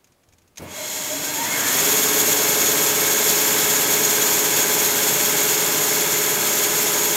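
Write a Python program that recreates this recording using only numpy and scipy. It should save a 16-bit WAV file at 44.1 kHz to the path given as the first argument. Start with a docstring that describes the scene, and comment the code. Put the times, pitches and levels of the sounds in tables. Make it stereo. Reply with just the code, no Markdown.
"""A few small clicks and bumps sound in quiet open air; then the switch of a band sawmill snaps in.
The motor jolts, the frame groans briefly, a squeak follows, and the band wheels run up in just over a
second while the passing teeth sweep through the steel's resonances. At full speed wheels and belt drone
at multiples (orders) of the rotation rate and rattle on every turn, the wheel covers boom, and the
blade slaps its guides and hisses through them by friction."""
import sys
import numpy as np
from scipy.fft import rfft, irfft, next_fast_len
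from scipy.io import wavfile
from scipy.ndimage import uniform_filter1d, map_coordinates

SR = 44100
rng = np.random.default_rng(int(sys.argv[2]) if len(sys.argv) > 2 else 0)


def int16_out(signal):
    """Quantize to a 16-bit WAV file."""
    q = np.round(np.clip(np.atleast_2d(signal).T, -1, 1) * 32767)
    wavfile.write(sys.argv[1], SR, q.astype(np.int16))


N = 315756

# likeness of the two channels: (frequency [Hz], correlation [0..1])
COHERENCE = [(30, 0.068), (100, 1), (400, 0.84), (800, 0.84), (1400, 0.55), (3000, 0.064), (15000, 0.057)]
# stereo balance: (frequency [Hz], left minus right [dB])
BALANCE_CURVE = [(100, 0), (400, -1), (800, -0.5), (1500, -4.5), (3300, -6), (4600, -10), (6000, -9.5),
                 (6800, -16.5), (8400, -8.5), (9500, -2), (10800, 2.5), (12000, 8.5), (14000, 10.5),
                 (15700, 5.5)]
# noise spectra of air, clicks, thuds, rumble, rattle and hiss: (frequency [Hz], relative level [dB])
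AIR_SPECTRUM = [(20, -10), (50, -9), (100, -5), (300, -9), (600, -12), (1000, -16.5), (3000, -21.5),
                (5000, -23), (8000, -24.5), (15000, -27)]
CLICK_SPECTRUM = [(200, -14), (1200, -3), (2500, 0.5), (4500, -0.5), (6600, 6), (9000, -6), (12000, -4),
                  (15500, -16)]
THUD_SPECTRUM = [(30, -40), (60, -19.5), (95, -7), (170, 0), (400, -4), (800, -8), (2000, -24.5)]
RUMBLE_SPECTRUM = [(20, -30), (48, -22), (66, -15), (92, -5), (160, 0.5), (330, 0.5), (700, 0.5),
                   (1700, -3), (2600, -1), (4500, -14.5), (9000, -29)]
RATTLE_SPECTRUM = [(50, -16), (100, -28), (170, 4.5), (700, -1.5), (1800, 13.5), (2800, -7), (3400, -7.5),
                   (3900, -23), (5500, -26)]
HISS_SPECTRUM = [(300, -40), (1200, -12), (2800, -2), (4300, -3.5), (5000, -0.5), (5600, -0.5), (7500, 2.5),
                 (8600, -3), (9700, -5.5), (10800, -3), (12200, 3), (14000, -0.5), (15700, -5.5)]
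# resonances of controls, steel wheel covers and blade: (frequency [Hz], width [Hz], gain [dB])
CONTROL_MODES = [(2400, 250, 10), (3600, 500, 3), (6600, 650, 4)]
COVER_MODES = [(287.6, 5.7, 8), (429, 78, 3), (610, 110, 1.5), (934, 70, 6), (1665, 32, 6.5), (2220, 96, 9)]
BLADE_MODES = [(2900, 130, -6.5), (3363, 290, 6.5), (4236, 250, 4), (4880, 160, -5), (5543, 140, 4),
               (6490, 95, 7), (6700, 132, 9), (6920, 380, 12.5), (7400, 140, 4.5), (6900, 120, -19),
               (8670, 94, 5.5), (11738, 41, 13)]
# resonances of the blade guide and the frame: (frequency [Hz], half-width [Hz], gain [dB])
GUIDE_MODES = [(1580, 53, 15), (2080, 100, 11), (1040, 79, -2), (3340, 125, 1.5)]
FRAME_MODES = [(612.8, 13, 9), (926, 36, 1), (1600, 75, -4), (1937, 49, -1), (2150, 12, 10),
               (3290, 32, 8.5), (4027, 19, 8)]
# small clicks at the controls, then the switch: (time [s], relative level [dB])
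CONTROL_CLICKS = [(0.043, -46.5), (.0712, -52), (.1201, -51), (.2339, -53), (.2867, -51), (.3242, -50),
                  (.334, -52), (0.383, -48), (.4184, -54), (.4758, -50), (.558, -45), (0.572, -30),
                  (0.58, -29)]
# dull bumps, then the motor's jolt: (time [s], level [dB], t60 [s], thud relative to sway [dB])
FRAME_BUMPS = [(.282, -47, .08, -14), (.329, -48, .11, -14), (.378, -54, .12, -8), (.419, -52, .1, -12),
               (.443, -53, .07, -12), (.592, -43, .45, 6), (.617, -37.5, .32, 1.5)]
# a brief groan of the frame ringing as the saw starts, then a squeak:
# (time [s], hold [s], frequency [Hz], level [dB], left minus right [dB])
START_TONES = [(.77, .08, 612, -33, -1), (.81, .06, 4110, -38, -6)]
# the band wheels run up, then hold their speed: (time [s], speed [turns/s])
WHEEL_SPEED = [(.56, 0), (1.8, 16.3), (1.86, 17), (1.95, 17.345)]
# wheel tones that waver around a steady level: (order [cycles/turn], relative level [dB])
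DRONE_ORDERS = [(9, -21), (12, -25), (14, -23), (19, -20), (22, -20), (23, -26), (26, -24), (32, -18),
                (34, -23), (48, -20), (49, -19), (56, -23), (60, -21), (74, -21), (75, -21), (83, -20),
                (89, -21), (90, -17), (93, -22), (96, -22), (97, -19), (109, -22), (124, -16), (127, -16),
                (128, -22), (129, -21), (133, -19), (159, -22), (201, -23), (206, -18)]
# wheel tones that slowly grow or fade: (order before rounding [cycles/turn], level [dB], drift [dB/s])
HUM_ORDERS = [(17, -40.5, -1.5), (20, -50, 2.16), (24, -34, .1), (25, -32.5, -1.5), (35, -48.5, 1.5),
              (58, -49.5, 1.5), (63.25, -40, -5)]
# where in the turn each mode of the guide is struck: (position [turns])
SLAP_POSITIONS = [0.38, 0.71, .35, 0.55]

TIME = np.arange(N) / SR


def amp(db):
    """Decibels to amplitude ratio."""
    return 10 ** (np.asarray(db) / 20)


def unit(x):
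    """Normalisation to rms 1."""
    return x / np.sqrt(np.mean(x ** 2) + 1e-20)


def along(points, hz):
    """Interpolation of (frequency, value) points on a logarithmic axis."""
    freqs, values = np.transpose(points)
    return np.interp(np.log(hz + 1), np.log(freqs + 1), values)


def white():
    """Two uncorrelated white noises."""
    return rng.standard_normal((2, N))


def wobble(rate):
    """Smooth random modulation: a spline through `rate` knots a second."""
    grid = np.linspace(0, N, 4000)
    knots = rng.standard_normal(int(N * rate / SR) + 4)
    return np.interp(np.arange(N), grid, map_coordinates(knots, [grid * rate / SR]))


def arch(peak_s, rise_db_per_s, hold_s, fall_db_per_s):
    """Exponential growth, a hold at 0 dB and exponential decay, as an envelope in dB."""
    t = TIME - peak_s
    return rise_db_per_s * np.minimum(t, 0) - fall_db_per_s * np.maximum(t - hold_s, 0)


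def filtered(x, response):
    """Linear filtering: the spectrum of x times a frequency response."""
    size = next_fast_len(N + SR // 4)
    return irfft(rfft(x, size) * response(np.fft.rfftfreq(size, 1 / SR)), size)[..., :N]


def lift(modes, hz):
    """Resonant emphasis: the dB that a body's modes add at each frequency."""
    return sum(db / (1 + (2 * (hz - centre) / width) ** 2) for centre, width, db in modes)


def resonate(x, modes):
    """Forced vibration: a body responds to x mainly near its modes."""
    return filtered(x, lambda hz: sum(amp(db) / (1 + ((hz - centre) / half_width) ** 2)
                                      for centre, half_width, db in modes))


def placed(pair, spectrum, modes=()):
    """Partial coherence: two unrelated signals, coloured and mixed with bass alike and treble apart."""
    def colour(hz):
        angle = np.arccos(along(COHERENCE, hz)) / 2
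        return amp(along(spectrum, hz) + lift(modes, hz)) * [np.cos(angle), np.sin(angle)]

    def balance(hz):
        ratio = amp(along(BALANCE_CURVE, hz))
        return np.array([ratio, np.ones_like(ratio)]) / np.hypot(ratio, 1)
    mid, side = filtered(pair, colour)
    return unit(filtered(np.array([mid + side, mid - side]), balance))


def open_air():
    """Ambient noise: a steady floor, strongest in the bass."""
    return amp(-60.5) * placed(white(), AIR_SPECTRUM)


def knocks(click_db, sway_hz):
    """Impact and damped vibration: the controls click, and dull bumps rock the frame."""
    def burst(start, t60, attack_s):
        age = TIME - start
        return np.clip(age / attack_s, 0, 1) * amp(-60 * np.maximum(age, 0) / t60)
    clicks = sum(amp(db) * burst(start, t60=0.055, attack_s=0.0008) for start, db in CONTROL_CLICKS)
    thud = placed(white(), THUD_SPECTRUM)
    out = amp(click_db) * clicks * placed(white(), CLICK_SPECTRUM, CONTROL_MODES)
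    for start, db, t60, thud_db in FRAME_BUMPS:
        sway = np.sin(2 * np.pi * sway_hz * (TIME - start))
        out += amp(db) * burst(start, t60, attack_s=0.008) * (amp(thud_db) * thud + sway)
    return out


def groan_and_squeak(jitter_rad):
    """Resonance: the frame rings with a brief groan as the saw starts; a thin squeak follows."""
    out = np.zeros((2, N))
    for start, hold, hz, db, pan_db in START_TONES:
        flare_db = arch(peak_s=start, rise_db_per_s=300, hold_s=hold, fall_db_per_s=300)
        phase = 2 * np.pi * hz * TIME + jitter_rad * wobble(90)
        out += amp(db + flare_db + [[pan_db / 2], [-pan_db / 2]]) * np.sin(phase)
    return out


def cover_boom(level_db, mode_hz, half_width_hz):
    """Random excitation: belt noise drives a wheel cover's lowest mode, most of all in the run-up."""
    surge_db = arch(peak_s=1.3, rise_db_per_s=34, hold_s=0.12, fall_db_per_s=5.5)
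    ring = unit(resonate(rng.standard_normal(N), [(mode_hz, half_width_hz, 0)]))
    return amp(level_db + surge_db + [[-1], [1]]) * ring


def cover_swell(speed, order):
    """Passage through resonance: the dB the covers add to a rising tone, relative to full speed."""
    grid = np.linspace(0, speed.max(), 400)
    gain_db = np.interp(speed, grid, lift(COVER_MODES, order * grid))
    return gain_db - lift(COVER_MODES, order * speed[-1])


def wheel_hum(speed, turns, waver_db, beat_at):
    """Beating: adjacent orders reinforce once a turn; at full speed each tone slowly grows or fades."""
    at_speed_s = np.maximum(TIME - WHEEL_SPEED[-1][0], 0)
    out = np.zeros(N)
    for order, db, drift in HUM_ORDERS:
        order = round(order)
        level = amp(db + drift * at_speed_s + cover_swell(speed, order) + waver_db * wobble(2.05))
        out += level * np.cos(2 * np.pi * order * (turns - beat_at))
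    return np.sqrt(2) * out * amp([[-1], [1]])


def wheel_drone(speed, turns, waver_db, spread):
    """Rotational harmonics: wavering tones of wheels and belt rise in proportion to the speed."""
    out = np.zeros((2, N))
    for order, db in DRONE_ORDERS:
        order = round(order)
        full_hz = order * speed[-1]
        level = amp(db + cover_swell(speed, order) + waver_db * wobble(1.102))
        phase = 2 * np.pi * (order * turns + rng.random())
        right_shift = spread * rng.choice([-1, 1]) * np.arccos(along(COHERENCE, full_hz))
        lean = amp(along(BALANCE_CURVE, full_hz) / 2)
        out += level * [lean * np.sin(phase), np.sin(phase + right_shift) / lean]
    return out


def wheel_rattle(turns, uneven_db, orders=300, size=8192):
    """Periodic excitation: the bumps of belt and rims recur each turn, in a slowly drifting pattern."""
    out = np.zeros((2, N))
    tonal_orders = [round(order) for order, *_ in DRONE_ORDERS + HUM_ORDERS]
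    blend = np.pi / 4 + 0.45 * wobble(0.71)
    for share in (np.cos(blend), np.sin(blend)):
        strengths = amp(uneven_db * rng.standard_normal(orders))
        harmonics = strengths * np.exp(2j * np.pi * rng.random((2, orders)))
        harmonics[:, tonal_orders] = 0  # drone and hum supply these
        rims = irfft(harmonics, size)
        out += share * [np.interp(turns % 1 * size, np.arange(size), rim) for rim in rims]
    return placed(out, RATTLE_SPECTRUM)


def band_wheels(speed, turns, pace, gain_db, run_up_db):
    """Superposition: the drone, rattle and rumble of wheels and belt add up and grow with speed."""
    tones = amp(2.5) * pace ** 1.7 * wheel_drone(speed, turns, waver_db=2.0, spread=0.74)
    shudder_db = 13.5 * np.exp(-((pace - 0.81) / 0.16) ** 2)  # the wheels pass a rough speed
    rattle = amp(-14 + shudder_db) * pace * wheel_rattle(turns, uneven_db=7.5)
    rumble = amp(-3.5 + 0.9 * pace) * placed(white(), RUMBLE_SPECTRUM, COVER_MODES)
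    onset = np.sqrt(np.minimum(pace / 0.16, 1))
    return amp(gain_db - run_up_db * (1 - pace)) * onset * (tones + rattle + rumble)


def guide_slaps(turns, level_db, sharpness):
    """Repeated impact: for a few seconds the blade slaps its guide each turn, ringing its modes."""
    ring = np.zeros((2, N))
    for mode, position in zip(GUIDE_MODES, SLAP_POSITIONS):
        pulses = np.exp(sharpness * np.cos(2 * np.pi * (turns - position)))
        ring += resonate(pulses * white(), [mode])
    spell_db = arch(peak_s=3.7, rise_db_per_s=4, hold_s=2.6, fall_db_per_s=12)
    return amp(level_db + spell_db + [[-2], [1.5]]) * unit(ring)


def teeth(turns, pace, teeth_per_turn, tone_db, rub_db):
    """Swept excitation: the tooth rate and its octave glide through frame modes that rubbing also rings."""
    phase = 2 * np.pi * teeth_per_turn * turns + 0.6 * wobble(110)
    octave = np.sqrt(pace) * np.sin(2 * phase)
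    tone = amp(tone_db + 1.5 * wobble(30)) * pace * (np.sin(phase) + octave)
    scrape_db = arch(peak_s=0.774, rise_db_per_s=150, hold_s=1.0, fall_db_per_s=3.5)
    rub = amp(rub_db + scrape_db) * rng.standard_normal(N)
    return resonate(tone + rub, FRAME_MODES) * amp([[-1], [1]])


def band_ripple(depth_db, spacing_hz):
    """High modal density: the long steel band gives each channel a finely uneven frequency response."""
    grid = np.arange(0, SR / 2, spacing_hz)
    gains = rng.standard_normal((len(grid), 2)).T
    return lambda hz: amp(depth_db * np.array([np.interp(hz, grid, gain) for gain in gains]))


def blade_friction(pace, drag_db, rush_db):
    """Power addition: the hiss's strength joins a steady drag and a rush that grows steeply with speed."""
    drag = amp(drag_db) * pace ** 4 / (pace ** 4 + 0.16 ** 4)  # sets in near 16% of full speed
    rush = amp(rush_db) * pace ** 2.3
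    return np.hypot(drag, rush)


def blade_hiss(turns, pace, throb_db, grain_db, flutter_db, dulling):
    """Friction noise: the blade scrapes through its guides in fine grains, pressed harder once a turn."""
    angle = 2 * np.pi * (turns - 0.1)
    press_db = throb_db * (np.cos(angle) + 0.526 * np.cos(2 * angle))
    grains = unit(uniform_filter1d(rng.standard_normal(N), size=30))
    steel = filtered(white() * amp(grain_db * grains), band_ripple(depth_db=2.4, spacing_hz=30))
    scrape = placed(steel, HISS_SPECTRUM, BLADE_MODES)
    treble = filtered(scrape, lambda hz: 1 / (1 + (9500 / (hz + 1)) ** 10))
    scrape -= dulling * (1 - pace) * treble  # slower is duller
    return unit(scrape * amp(press_db + flutter_db * wobble(25)))


def sawmill(switch_on_s, ease_from_s, ease_db_per_s):
    """Synchronous excitation: one rotation sets the pitch of the tones and the rhythm of the rattles."""
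    speed = np.interp(TIME, *np.transpose(WHEEL_SPEED))
    turns = np.cumsum(speed) / SR
    pace = speed / speed[-1]  # share of full speed
    wheels = band_wheels(speed, turns, pace, gain_db=-24, run_up_db=12)
    hiss = blade_hiss(turns, pace, throb_db=0.7433, grain_db=1.03, flutter_db=0.68, dulling=0.54)
    blade = blade_friction(pace, drag_db=-23.5, rush_db=-16.5) * hiss
    sweep = teeth(turns, pace, teeth_per_turn=83, tone_db=-23.5, rub_db=-24)
    hum = pace ** 9 * wheel_hum(speed, turns, waver_db=0.5, beat_at=0.48)
    slaps = pace * guide_slaps(turns, level_db=-35, sharpness=3.1)
    boom = cover_boom(level_db=-37, mode_hz=284, half_width_hz=18)
    running = np.clip((TIME - switch_on_s) / 0.014, 0, 1)
    ease = amp(-ease_db_per_s * np.maximum(TIME - ease_from_s, 0))
    return running * (ease * (wheels + blade) + hum + slaps + boom + sweep)


def scene():
    """Superposition: the sounds of the machine add to the quiet open air."""
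    saw = sawmill(switch_on_s=0.569, ease_from_s=4, ease_db_per_s=0.5)
    return saw + groan_and_squeak(jitter_rad=0.55) + knocks(click_db=-1.5, sway_hz=88.6) + open_air()


def record(dry):
    """Arrival-time difference: sound reaches the left microphone first; a low-pass cuts the top treble."""
    lead_s, cutoff_hz = np.array([[4e-5], [-4e-5]]), 15780

    def response(hz):
        low_pass = np.sin(np.pi / 2 * np.clip((cutoff_hz - hz) / 300 + 0.5, 0, 1)) ** 2
        return low_pass * np.exp(2j * np.pi * hz * lead_s)
    return filtered(dry, response)


dry = scene()
out = record(dry)
int16_out(out)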